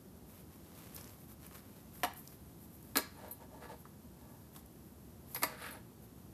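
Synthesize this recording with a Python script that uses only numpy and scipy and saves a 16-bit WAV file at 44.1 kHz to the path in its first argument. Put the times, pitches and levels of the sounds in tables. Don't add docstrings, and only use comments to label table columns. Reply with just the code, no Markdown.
import sys
import numpy as np
from scipy import signal
from scipy.fft import rfft, irfft, next_fast_len
from scipy.io import wavfile
from scipy.ndimage import uniform_filter1d, map_coordinates

SR = 44100
rng = np.random.default_rng(int(sys.argv[2]) if len(sys.argv) > 2 else 0)


def waveform_to_disk(signal):
    frames = np.transpose(np.atleast_2d(signal))
    scaled = np.clip(frames, -1, 1) * 32767
    samples = np.round(scaled).astype(np.int16)
    wavfile.write(sys.argv[1], SR, samples)


N = 279136


def amp(db):
    return 10 ** (np.asarray(db) / 20)


def unit(x):
    return x / np.sqrt(np.mean(x ** 2) + 1e-20)


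def along(points, hz):
    freq_hz, values = np.transpose(points)
    return np.interp(np.log(hz + 1), np.log(freq_hz), values)


def filtered(x, response):
    n = x.shape[-1]
    size = next_fast_len(n + SR // 8)
    return irfft(rfft(x, size) * response(np.fft.rfftfreq(size, 1 / SR)), size)[..., :n]


def coloured(x, spectrum):
    return unit(filtered(x, lambda hz: amp(along(spectrum, hz))))


def damped(x, decay):
    hz, t, bins = signal.stft(x, SR, nperseg=128)
    fade = amp(-60 * t / along(decay, hz)[:, None])
    return signal.istft(bins * fade, SR, nperseg=128)[1][..., :x.shape[-1]]


def ring(modes, t, scatter_db, wander):
    hz, db, t60_s = np.transpose(modes)[:, :, None]
    gains = amp(db + scatter_db * rng.standard_normal(db.shape))
    drift = wander * np.cumsum(rng.standard_normal((len(hz), len(t))), axis=1) / np.sqrt(SR)
    waves = np.sin(2 * np.pi * (hz * t + rng.random(db.shape) + drift)) * amp(-60 * t / t60_s)
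    attack = 1 - np.exp(-t / 0.0012)
    return (gains * waves).sum(0) / np.sqrt(np.sum(gains ** 2) / 2) * attack


def rubbed(force, modes):
    response = ring(modes, np.arange(SR // 4) / SR, scatter_db=0, wander=0)
    return unit(signal.fftconvolve(force, response)[:N]) * np.std(force)


def friction(spectrum, slips_per_s, spread_db, smooth):
    slips = (rng.random(N) < slips_per_s / SR) * rng.choice([-1, 1], N)
    sizes = amp(spread_db * rng.standard_normal(N).clip(-2, 2))
    return coloured(unit(slips * sizes) + smooth * rng.standard_normal(N), spectrum)


def strokes(rows, rise_share, fall_share):
    power = np.zeros((2, N))
    for start_s, length_s, *levels_db in rows:
        progress = (np.arange(N) / SR - start_s) / length_s
        ramp = np.minimum(progress / rise_share, (1 - progress) / fall_share).clip(0, 1)
        speed = np.sin(np.pi / 2 * ramp)
        power += (amp(levels_db)[:, None] * speed) ** 2
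    return np.sqrt(power)


def wobble(knots_per_s):
    return map_coordinates(rng.standard_normal(size=512), [np.arange(N) * knots_per_s / SR], mode="wrap")


def add(track, start_s, sound):
    part = track[round(start_s * SR):][:len(sound)]
    part += sound[:len(part)]


# freq_hz, density_db
YARD_SPECTRUM = [(15, -63), (25, -46), (66, 0), (125, -2.5), (231, -2.5), (301, -8.5), (335, -7.5),
                 (462, -15.5), (856, -20), (1240, -26), (2300, -34), (7680, -33.5), (9020, -34.5),
                 (12400, -28), (15000, -40)]


def yard():
    return amp(-55.5) * coloured(rng.standard_normal(N), YARD_SPECTRUM)


# start_s, length_s, rub_db, sheen_db
LEATHER_STROKES = [(0.26, 0.2, -63.5, -63.5), (0.48, 0.28, -67, -70), (0.63, 0.47, -60, -64),
                   (0.89, 0.3, -59.5, -60), (1.17, 0.11, -71, -64), (1.27, 0.083, -66, -61.5),
                   (1.38, 0.27, -61, -64), (1.60, 0.36, -66, -68.5), (1.92, .13, -63.5, -58.5),
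                   (2.155, .07, -81, -53.5), (2.18, 0.19, -66.5, -61), (2.32, 1, -74, -68.5),
                   (2.60, .07, -81, -64), (2.73, 0.044, -83, -64), (3.78, 0.056, -80, -63),
                   (4.08, .46, -82, -74), (4.52, 0.094, -67.5, -63), (4.66, 0.5, -97, -72),
                   (5.26, 0.23, -63, -55.5), (6.01, 0.065, -71, -67.5)]
# freq_hz, density_db
RUB_SPECTRUM = [(200, -12), (500, 10), (750, 4), (900, 4.5), (1100, 7), (1400, 3), (2000, 1.5),
                (3200, -1.5), (6000, -4), (9000, -4), (14000, -4)]
# freq_hz, density_db
SHEEN_SPECTRUM = [(4000, -17), (8000, -7), (10500, -1), (12500, 7.5), (14500, -6.5)]


def leather():
    rub, sheen = strokes(LEATHER_STROKES, rise_share=0.31, fall_share=0.44)
    rub, sheen = np.hypot(rub, amp(-77)), np.hypot(sheen, amp(-73.5))
    finger_pressure = amp(1.5 * wobble(knots_per_s=23))
    catching = amp(2 * unit(uniform_filter1d(rng.standard_normal(N), size=600)))
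    dull = friction(RUB_SPECTRUM, slips_per_s=500, spread_db=3.5, smooth=0.8)
    bright = friction(SHEEN_SPECTRUM, slips_per_s=1200, spread_db=4, smooth=1.1)
    return finger_pressure * (rub * unit(catching * dull) + sheen * bright)


# start_s, level_db, centre_hz, t60_s
STRAP_SLIPS = [(0.947, -42, 13000, 0.047), (0.963, -35, 13800, 0.014), (0.9638, -45, 5260, 0.012),
               (0.982, -50, 6000, .008), (1.0116, -41.5, 6740, 0.0067), (1.043, -48, 5500, 0.011),
               (1.076, -50, 6000, 0.0088), (1.095, -54, 5900, 0.013), (1.466, -41.5, 12700, 0.012),
               (1.512, -57, 1210, 0.038), (2.1365, -43.5, 13400, 0.015), (2.2755, -44, 5930, 0.011),
               (2.275, -45, 13200, 0.013), (2.8276, -43.5, 12500, 0.0062), (2.829, -58, 6000, 0.0083),
               (3.6272, -52, 1040, 0.04), (3.854, -47.5, 1180, 0.03), (4.5612, -53.5, 4240, 0.034),
               (4.562, -50.5, 11100, 0.055), (4.563, -54.5, 930, 0.068), (4.595, -65, 7000, 0.035),
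               (4.6614, -51, 12700, .015), (5.347, -44.5, 4840, 0.031), (5.641, -40, 1740, 0.028)]


def strap_ticks():
    out, t = np.zeros(N), np.arange(SR // 6) / SR
    half_width_oct = 0.55
    for start_s, level_db, centre_hz, t60_s in STRAP_SLIPS:
        noise = rng.standard_normal(len(t))
        band = filtered(noise, lambda hz: 1 / (1 + (np.log2((hz + 1) / centre_hz) / half_width_oct) ** 4))
        add(out, start_s, amp(level_db - 60 * t / t60_s) * unit(band))
    return out


# start_s, part, thud_db, ring_db, crack_db
BLOWS = [(2.0336, "case", -28, -31.5, -35.5), (2.0373, "case", -34, -31.5, -37),
         (2.0472, "case", -37.5, -43.5, -34), (2.9560, "table", -31, -35.5, -39),
         (2.9600, "table", -32.5, -33.5, -42), (2.9705, "table", -30, -43.5, -17.5),
         (2.9840, "table", -34, -39.5, -34), (5.3483, "cap", -49, -50, -48), (5.361, "cap", -36, -49, -57),
         (5.4220, "cap", -37, -39, -46), (5.4325, "cap", -29, -28, -22), (5.4357, "cap", -31, -39, -36),
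         (5.4450, "cap", -47, -40, -45)]
PART_MODES = {"case": [(257, -4, .13), (505, -6, .1), (732, 2, .12), (802, -2, .17), (921, -6, .13),
              (1290, -8, .07), (1720, -14, .07), (2230, -15, .07), (2895, -8, .06), (3520, -16, .08)],
              "table": [(279, 4, .17), (412, -3, .13), (474, -3, .13), (624, -7, .13), (1155, -4, .14),
              (1635, -4, .15), (950, -7, .12), (1290, -8, .1), (1690, -7, .12), (4060, -7, .1),
              (4190, -10, .1)], "cap": [(285, -4, .1), (965, 1, .07), (1150, -2, .08), (1760, -4, .09),
              (1978, -2, .08), (470, -9, .1), (625, -5, .07), (1290, -7, .06), (2130, -1, .06),
              (2450, -5, .06), (4800, -9, .05)]}
THUD_SPECTRA = {"case": [(130, -35), (250, -15), (360, -11), (700, -1.5), (1200, 1), (2200, -4.5),
                (4500, -9.5), (8000, -19.5), (15000, -19)], "table": [(150, -50), (270, -13), (450, 2),
                (750, -3.5), (1600, -5), (2200, -3.5), (3300, -12.5), (4100, -2), (5600, -22),
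                (15000, -27)], "cap": [(150, -42), (280, -17), (550, -2.5), (950, -0.5), (1500, -6),
                (2100, -4), (3000, -17.5), (4300, -10), (6000, -18), (15000, -44)]}
# freq_hz, t60_s
THUD_DECAY = [(200, 0.05), (900, 0.066), (3000, 0.039), (12000, 0.048)]
# freq_hz, density_db
CRACK_SPECTRUM = [(600, -28), (1800, 3), (3000, -13.5), (4200, 5), (5800, -6.5), (7200, 0), (10000, 0),
                  (13000, 7), (15000, -1)]


def buckle_knocks():
    out, t = np.zeros(N), np.arange(SR // 3) / SR
    contact, chatter = amp(-60 * t / 0.014), amp(-16.5 - 60 * t / 0.11)
    for start_s, part, thud_db, ring_db, crack_db in BLOWS:
        thud = damped(coloured(rng.standard_normal(len(t)), THUD_SPECTRA[part]), THUD_DECAY)
        tone = ring(PART_MODES[part], t, scatter_db=1, wander=1)
        crack = coloured(rng.standard_normal(len(t)), CRACK_SPECTRUM) * (contact + chatter)
        add(out, start_s, amp(thud_db) * thud + amp(ring_db) * tone + amp(crack_db) * crack)
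    return signal.sosfilt(signal.butter(6, 205, "highpass", fs=SR, output="sos"), out)


# start_s, level_db, bright_hz, t60_share
STEEL_HITS = [(2.037, -38, 11400, 0.51), (2.96, -35, 10800, 0.48), (2.97, -35, 12400, .5),
              (3.171, -61, 10200, 0.74), (3.281, -52, 11900, 0.4), (3.3103, -38.5, 12000, 0.59),
              (3.325, -46, 10460, 0.31), (5.346, -31.5, 11640, 0.38), (5.352, -46, 9850, 1),
              (5.363, -44, 12350, 0.89), (5.418, -44, 9900, 0.77), (5.435, -32.5, 11400, 0.63),
              (5.573, -61, 9850, 1), (5.619, -53, 9850, 1), (5.660, -52, 9350, 0.88),
              (5.708, -47, 12700, 0.67), (5.724, -47.5, 10600, 0.55)]
# pitch_hz, relative_db, t60_s
STEEL_MODES = [(4150, -5, .12), (8050, -10, .14), (9329, -9, .09), (9852, -3, .18), (10260, -7, .08),
               (10602, -4, .18), (11412, 0, .12), (11860, -10, .1), (12040, -11, .09), (12312, -2, .14),
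               (12463, -6, .1), (12950, -9, .08)]


def buckle_clinks():
    out, t = np.zeros(N), np.arange(SR // 3) / SR
    pitch_hz, mode_db, t60_s = np.transpose(STEEL_MODES)
    for start_s, level_db, bright_hz, t60_share in STEEL_HITS:
        boost_db = 14 / (1 + ((pitch_hz - bright_hz) / 450) ** 2)
        modes = np.transpose([pitch_hz, mode_db + boost_db, t60_share * t60_s])
        tone = ring(modes, t, scatter_db=1.5, wander=1.5)
        touch = coloured(rng.standard_normal(len(t)), SHEEN_SPECTRUM) * amp(-14 - 60 * t / 0.1)
        add(out, start_s, amp(level_db) * (tone + touch))
    return out


# start_s, length_s, scrape_db, grit_db
PULLS = [(3.13, 0.21, -55.5, -62.5), (3.39, 0.068, -57, -68), (3.48, .14, -60, -75),
         (3.60, 0.082, -54, -58.5), (3.675, 0.083, -51, -61), (4.12, 0.35, -67.5, -82),
         (5.44, 0.15, -56, -55.5), (5.565, .17, -56, -48.5), (5.70, 0.095, -56.5, -57.5)]
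# freq_hz, density_db
SCRAPE_SPECTRUM = [(150, -26), (300, -1.5), (500, 8.5), (720, 9.5), (900, 13.5), (1280, -5), (1480, -37),
                   (1700, 1), (2200, -25), (3200, -14.5)]
# freq_hz, density_db
GRIT_SPECTRUM = [(700, -44), (1200, 16.5), (1750, 13.5), (2300, 9), (3300, 3), (4300, 4.5), (6500, -11.5),
                 (9000, -3.5), (12500, 1), (15000, -29)]


def buckle_drag():
    jolts_per_s = 120
    scrape, grit = strokes(PULLS, rise_share=0.5, fall_share=0.49)
    judder = scrape * friction(SCRAPE_SPECTRUM, slips_per_s=600, spread_db=2.5, smooth=0.7)
    grains = grit * friction(GRIT_SPECTRUM, slips_per_s=900, spread_db=2.5, smooth=1)
    hollow = rubbed(judder, PART_MODES["table"])
    jolts = (rng.random(N) < jolts_per_s / SR) * rng.standard_normal(N)
    tinkles = rubbed(grit * jolts, STEEL_MODES)
    return amp(-0.5) * judder + amp(-3) * hollow + grains + amp(-8) * tinkles


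# freq_hz, t60_s
WALL_DECAY = [(200, 0.1), (1500, 0.42), (5000, 0.36), (13000, 0.14)]


def wall_echo(x, delay_s=0.008):
    tail = damped(rng.standard_normal(SR // 2), WALL_DECAY)
    delayed = np.pad(x, (round(delay_s * SR), 0))
    return signal.fftconvolve(delayed, tail / np.linalg.norm(tail))[:N]


def early_reflections(x, delay_s=0.002, t60_s=0.04):
    t = np.arange(SR // 30) / SR
    paths = rng.standard_normal(len(t)) * amp(-60 * t / t60_s) * (t > delay_s)
    side = amp(-19) * signal.fftconvolve(x, paths / np.linalg.norm(paths))[:N]
    return np.array([side, -side])


def scene():
    knocks = buckle_knocks()
    handling = leather() + strap_ticks() + buckle_drag() + knocks + buckle_clinks()
    return handling + amp(-12) * wall_echo(handling) + yard() + early_reflections(knocks)


def record(dry):
    cutoff_hz, edge_hz = 14750, 300
    return filtered(dry, lambda hz: np.clip((cutoff_hz - hz) / edge_hz + 0.5, 0, 1))


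dry = scene()
out = record(dry)
waveform_to_disk(out)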